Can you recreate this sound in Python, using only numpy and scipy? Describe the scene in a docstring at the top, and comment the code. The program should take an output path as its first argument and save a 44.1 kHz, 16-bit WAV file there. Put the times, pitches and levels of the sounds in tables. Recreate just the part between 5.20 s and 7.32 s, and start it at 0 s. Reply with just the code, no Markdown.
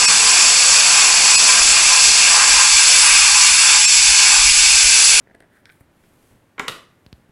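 """Phone out of a leather case

A phone is eased out of its case: the leather rubs, creaks and snaps off its corners. A sleeve swishes
as the arm reaches away, the empty case lands on a wooden desk, edge first and then flat, and the phone
clicks twice in the hand. A small room answers, over a faint steady hush."""
import sys
import numpy as np
from scipy import signal
from scipy.fft import rfft, irfft, next_fast_len
from scipy.io import wavfile
from scipy.ndimage import uniform_filter1d, map_coordinates

SR = 44100
rng = np.random.default_rng(int(sys.argv[2]) if len(sys.argv) > 2 else 0)


def file_out(sig):
    """Save sig as 16-bit WAV at sys.argv[1]."""
    # one column per channel
    cols = np.atleast_2d(sig).T
    # limit, then scale
    lim = np.clip(cols, -1, 1)
    pcm = np.round(lim * 32767).astype(np.int16)
    wavfile.write(sys.argv[1], SR, pcm)


N = 93447
T = np.arange(N) / SR
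BAND_LIMIT_HZ = 16100

# phone clicking in the hand: start_s, click_db, thump_db
CLICKS = [(1.8638, -28, -18), (1.928, -22.5, -11)]


def case_landing():
    """Each contact rings the hollow case, slaps the leather and thuds in the desk; the room answers."""
    # case on desk: start_s, body_db, slap_db, thud_db, t60_s, cutoff_hz
    contacts = [(1.3798, -15.5, -24, -36, 0.022, 2460), (1.3949, -13, -9, -20, 0.0095, 12900),
                (1.3962, -0.5, -16, -16, 0.0088, 7500), (1.402, -15, -19, -23.5, 0.012, 4000),
                (1.4794, -33, -19, -34, 0.0055, 15000), (1.4815, -16, 1.5, -14.5, 0.011, 12800),
                (1.4833, -19.5, -7, -16.5, 0.025, 6960), (1.4883, -22, -13, -20, .01, 13000),
                (1.4964, -30, -12.5, -13, 0.0093, 12100)]
    # hollow case: mode_hz, level_db, t60_s
    case_modes = [(275, -13, .05), (413, -12, 0.039), (615, -20, 0.053), (762, -14, 0.036),
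                  (1048, -1.5, 0.025), (1153, -4.5, 0.023), (1394, -2, 0.019), (1660, -6, 0.023),
                  (1937, 0.5, 0.013), (2275, 3, 0.01), (3020, -7.5, 0.013), (3760, -11, 0.0069),
                  (5300, -11, 0.0022), (7150, -0.5, 0.0021)]
    # leather slap: freq_hz, level_db
    slap_spectrum = [(100, -16), (280, -19.5), (400, -2.5), (560, -9.5), (800, -8.5), (1020, -1),
                     (1200, 2.5), (1360, 7.5), (1580, -7), (1950, 3), (2300, -4), (2900, 3), (3300, -2),
                     (3850, 2.5), (4200, -5.5), (4700, -6.5), (6000, -12), (7000, -11.5), (9500, -13.5),
                     (11200, -13), (14000, -18.5), (16000, -21)]
    # desk thud: freq_hz, level_db
    thud_spectrum = [(25, -2), (60, -9), (165, 3.5), (215, -4), (320, -1), (600, 2), (1500, -29),
                     (5000, -64)]
    slap, thud = colour(slap_spectrum), colour(thud_spectrum)
    t = T[:len(slap)]
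    ring = norm(sum((-1) ** k * amp(db - 60 * t / t60_s) * np.sin(2 * np.pi * hz * t)
                    for k, (hz, db, t60_s) in enumerate(case_modes)))
    out = np.zeros(N)
    for start_s, body_db, slap_db, thud_db, t60_s, cutoff_hz in contacts:
        responses = (amp(body_db) * ring, amp(slap_db) * slap, amp(thud_db) * thud)
        blow = sum(convolve(contact(t60_s, cutoff_hz), response) for response in responses)
        add(out, start_s, blow)
        add(out, start_s, room(blow, wet_db=-4))
    return out


def leather_slips():
    """Leather rubs under the fingers and slips on the phone in jerks, each a tick and a creak."""
    # jerks: start_s, creak_db, tick_db
    slips = [(0.071, -28, -61), (0.0869, -34, -60), (0.0962, -31, -61), (0.109, -27.5, -56),
             (0.1449, -24.5, -53), (.1495, -23.5, -36), (0.2041, -24, -32), (0.2224, -26, -43),
             (.234, -35.5, -55)]
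    # leather creak: freq_hz, level_db
    creak_spectrum = [(80, 1), (350, 5.5), (700, 5), (1150, -17.5), (1650, 4.5), (1950, 3), (2300, -10),
                      (3000, -26.5), (6500, -31), (15000, -59)]
    # slip tick: freq_hz, level_db
    tick_spectrum = [(500, -11), (2500, 5), (4500, 0), (6700, -13), (8400, 2.5), (10000, 0.5), (11000, -4),
                     (12300, -10), (14000, -19), (16000, -15)]
    # finger rub: time_s, level_db
    grip_envelope = [(0, -66), (.06, -77), (.1, -60), (.16, -76), (.19, -74), (.24, -56), (.28, -91),
                     (.33, -99)]
    creak_lag_s, creak_t60_s, tick_t60_s = 0.001194, 0.013, 0.0063
    creaks = strikes([(s + creak_lag_s, db, creak_t60_s) for s, db, _ in slips], creak_spectrum)
    ticks = strikes([(s, db, tick_t60_s) for s, _, db in slips], tick_spectrum)
    return creaks + ticks + friction(grip_envelope, creak_spectrum, grain_db=3, grain_hz=180)


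def phone_slide():
    """The phone slides out; the lining brushes it, with a last flick as they part."""
    # sliding: time_s, level_db
    slide_envelope = [(.27, -95), (.32, -63), (.365, -58), (.41, -72), (.445, -76), (.47, -58.5),
                      (.53, -67), (.57, -73), (.66, -90)]
    # sliding: freq_hz, level_db
    slide_spectrum = [(200, -34.5), (1100, -11), (1600, 7.5), (1900, 5), (2600, -18.5), (3800, -15),
                      (6500, -22.5), (9500, -18.5), (15000, -29.5)]
    # lining brush: time_s, level_db
    lining_envelope = [(.28, -84), (.35, -72), (.41, -74), (.44, -82), (.52, -66), (.56, -70), (.598, -74),
                       (.608, -58.5), (.62, -74), (.67, -92)]
    # lining brush: freq_hz, level_db
    lining_spectrum = [(2000, -12), (6500, -8), (9000, 3.5), (11500, -0.5), (13500, -0.5), (16000, -6)]
    slide = friction(slide_envelope, slide_spectrum, grain_db=1, grain_hz=300)
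    lining = friction(lining_envelope, lining_spectrum, grain_db=3.5, grain_hz=600)
    return slide + lining


def rim_snaps():
    """The rim of the case snaps off the phone."""
    # rim letting go: start_s, level_db, t60_s, cutoff_hz
    snaps = [(.4555, -24.5, 0.0096, 10000), (.4932, -31.5, 0.0043, 2160), (.4988, -28.5, 0.013, 2400),
             (.5215, -41, 0.0088, 4000), (.6085, -41, 0.014, 1480), (.838, -39.5, 0.04, 1990)]
    # rim snap: freq_hz, level_db
    snap_spectrum = [(200, -10), (1120, -21), (1500, 2), (1750, -2), (1950, -2.5), (2350, 1.5), (2750, -14),
                     (3300, -3.5), (4100, -6), (4700, -9), (5400, -5), (6500, -21.5), (8700, -17),
                     (15000, -24)]
    return strikes(snaps, snap_spectrum)


def phone_clicks():
    """A brief, bright contact: the sharp part of each click."""
    # phone click: freq_hz, level_db
    click_spectrum = [(200, -8), (1200, 0), (2100, -1), (2900, 3.5), (3400, 0), (4400, 4.5), (5400, -4.5),
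                      (6500, -13), (9000, -19), (12000, -17.5), (16000, -17)]
    t60_s = 0.0045
    return strikes([(start_s, db, t60_s) for start_s, db, _ in CLICKS], click_spectrum)


def click_thumps():
    """Under each click, a thump that falls quickly in pitch."""
    top_hz, end_hz, sweep_s, t60_s = 315, 62, 0.0032, 0.087
    out = np.zeros(N)
    for start_s, _, thump_db in CLICKS:
        t = np.maximum(T - start_s, 0)
        cycles = end_hz * t + (top_hz - end_hz) * sweep_s * (1 - np.exp(-t / sweep_s))
        out -= amp(thump_db) * norm(np.sin(2 * np.pi * cycles) * amp(-60 * t / t60_s))
    return out


def arm():
    """The sleeve swishes; hand and arm bump softly."""
    # skin and sleeve: time_s, level_db
    swish_envelope = [(.3, -85), (.55, -71), (.68, -74), (.76, -67), (.85, -63), (.98, -63), (1.11, -60.5),
                      (1.2, -68.5), (1.35, -73), (1.8, -70.5), (1.97, -68), (2.11, -73)]
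    # sleeve swish: freq_hz, level_db
    swish_spectrum = [(200, 19), (1200, 2), (2500, 3.5), (5000, -2), (9000, 1), (12000, 1), (15500, -8)]
    # hand and arm: start_s, level_db, t60_s
    bumps = [(.6078, -21, .016), (1.113, -23, 0.13), (1.15, -27, 0.032), (2.022, -31.5, 0.049),
             (2.093, -27, 0.027)]
    # soft bump: freq_hz, level_db
    bump_spectrum = [(25, -11), (70, -4), (130, -5), (300, -15), (800, -26.5), (2500, -37), (9000, -70)]
    swish = friction(swish_envelope, swish_spectrum, grain_db=1, grain_hz=150)
    return swish + strikes(bumps, bump_spectrum)


def room(x, wet_db):
    """Small-room reverb: a diffuse tail that builds quickly and dies sooner in the high treble."""
    # room decay: freq_hz, t60_s
    decay_times = [(100, 0.37), (400, 0.35), (1500, 0.4), (4000, 0.37), (9000, 0.35), (15000, 0.28)]
    # room colour: freq_hz, level_db
    tail_spectrum = [(90, -4), (160, 1), (400, 4), (1200, -2), (4000, -3), (9000, -0.5), (15000, 1)]
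    build_s, mean_t60_s = 0.0043, np.mean(decay_times, axis=0)[1]
    t = T[:16384]
    build_up = 1 - np.exp(-(t / build_s) ** 2)
    tail = whiten(rng.standard_normal(len(t)) * amp(-60 * t / mean_t60_s) * build_up, smooth_bins=25)
    hz, frame_s, bands = signal.stft(tail, SR, nperseg=256)
    extra_loss_db = 60 * frame_s * (1 / log_interp(decay_times, hz)[:, None] - 1 / mean_t60_s)
    bands = bands * amp(log_interp(tail_spectrum, hz)[:, None] - extra_loss_db)
    response = norm(signal.istft(bands, SR, nperseg=256)[1])
    return amp(wet_db) * convolve(x, response)


def hush(rms_db=-59):
    """Steady room noise."""
    # room noise: freq_hz, level_db
    hush_spectrum = [(15, -48), (25, -14), (99, -1), (344, -6), (503, -11), (591, -9), (714, -14),
                     (887, -13), (962, -15), (1740, -17), (5140, -33), (14000, -40), (16000, -42)]
    return amp(rms_db) * np.sqrt(N) * norm(convolve(rng.standard_normal(N), colour(hush_spectrum)))


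def contact(t60_s, cutoff_hz=BAND_LIMIT_HZ):
    """A noise burst, the scrunch of tiny impacts; softer contacts have less treble."""
    t = T[:4096]
    envelope = amp(-60 * (t / t60_s) ** 1.57)  # exponent > 1: holds, then fades
    burst = whiten(rng.standard_normal(len(t)) * envelope, smooth_bins=13)
    lowpass = signal.butter(2, min(cutoff_hz, BAND_LIMIT_HZ), fs=SR)
    return norm(signal.lfilter(*lowpass, burst))


def strikes(rows, spectrum):
    """Contacts (start_s, level_db, t60_s, optional cutoff_hz) coloured by a spectrum."""
    response, out = colour(spectrum), np.zeros(N)
    for start_s, level_db, *shape in rows:
        add(out, start_s, amp(level_db) * convolve(contact(*shape), response))
    return out


def friction(envelope, spectrum, grain_db, grain_hz):
    """Grainy rubbing noise that follows a level envelope."""
    noise = rng.standard_normal(N)
    knots = rng.standard_normal(int(N * grain_hz / SR) + 4)
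    grains = noise * amp(grain_db * map_coordinates(knots, [T * grain_hz]))
    rub = np.sqrt(N) * norm(convolve(grains, colour(spectrum)))
    return rub * amp(np.interp(T, *np.transpose(envelope)))


def colour(spectrum):
    """Unit-energy impulse response of (freq_hz, level_db) points."""
    hz = np.fft.rfftfreq(16384, 1 / SR)
    return norm(minimum_phase(amp(log_interp(spectrum, hz))))


def whiten(burst, smooth_bins):
    """Flatten a burst's spectrum, keeping its decay."""
    power = uniform_filter1d(np.abs(rfft(burst)) ** 2, size=smooth_bins)
    return convolve(burst, minimum_phase(1 / np.sqrt(np.abs(power) + 1e-9)))[:len(burst)]


def minimum_phase(gain):
    """The promptest impulse response with this gain."""
    cepstrum = irfft(np.log(np.maximum(gain, 1e-6)))
    half = len(cepstrum) // 2
    cepstrum[1:half] *= 2
    cepstrum[half + 1:] = 0
    return irfft(np.exp(rfft(cepstrum)))[:half]


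def log_interp(points, hz):
    """Interpolate (freq_hz, value) points on a log frequency axis."""
    freq_hz, values = np.transpose(points)
    return np.interp(np.log(hz + 1), np.log(freq_hz + 1), values)


def amp(db):
    """Decibels to gain."""
    return 10 ** (np.asarray(db) / 20)


def norm(x):
    """Scale to unit energy."""
    return x / np.sqrt(np.sum(x ** 2) + 1e-20)


def convolve(x, response):
    """Pass a sound through an impulse response."""
    return signal.fftconvolve(x, response)[:N]


def add(out, start_s, sound):
    """Mix a sound in at start_s."""
    span = out[round(start_s * SR):][:len(sound)]
    span += sound[:len(span)]


def scene():
    """Hands close by, clicks nearly dry; the case lands farther off, with more room."""
    handling = leather_slips() + phone_slide() + rim_snaps() + arm()
    clicks = phone_clicks()
    reverb = room(handling + amp(-5) * clicks, wet_db=-10)
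    return (handling + clicks + reverb + case_landing() + click_thumps() + hush())[None]


def record(dry):
    """Steep low-pass at the band limit."""
    n_fft = next_fast_len(N + SR)
    hz = np.fft.rfftfreq(n_fft, 1 / SR)
    lowpass = 1 / np.sqrt(1 + (hz / BAND_LIMIT_HZ) ** 200)
    return irfft(rfft(dry, n_fft) * lowpass, n_fft)[:, :N]


dry = scene()
out = record(dry)
file_out(out)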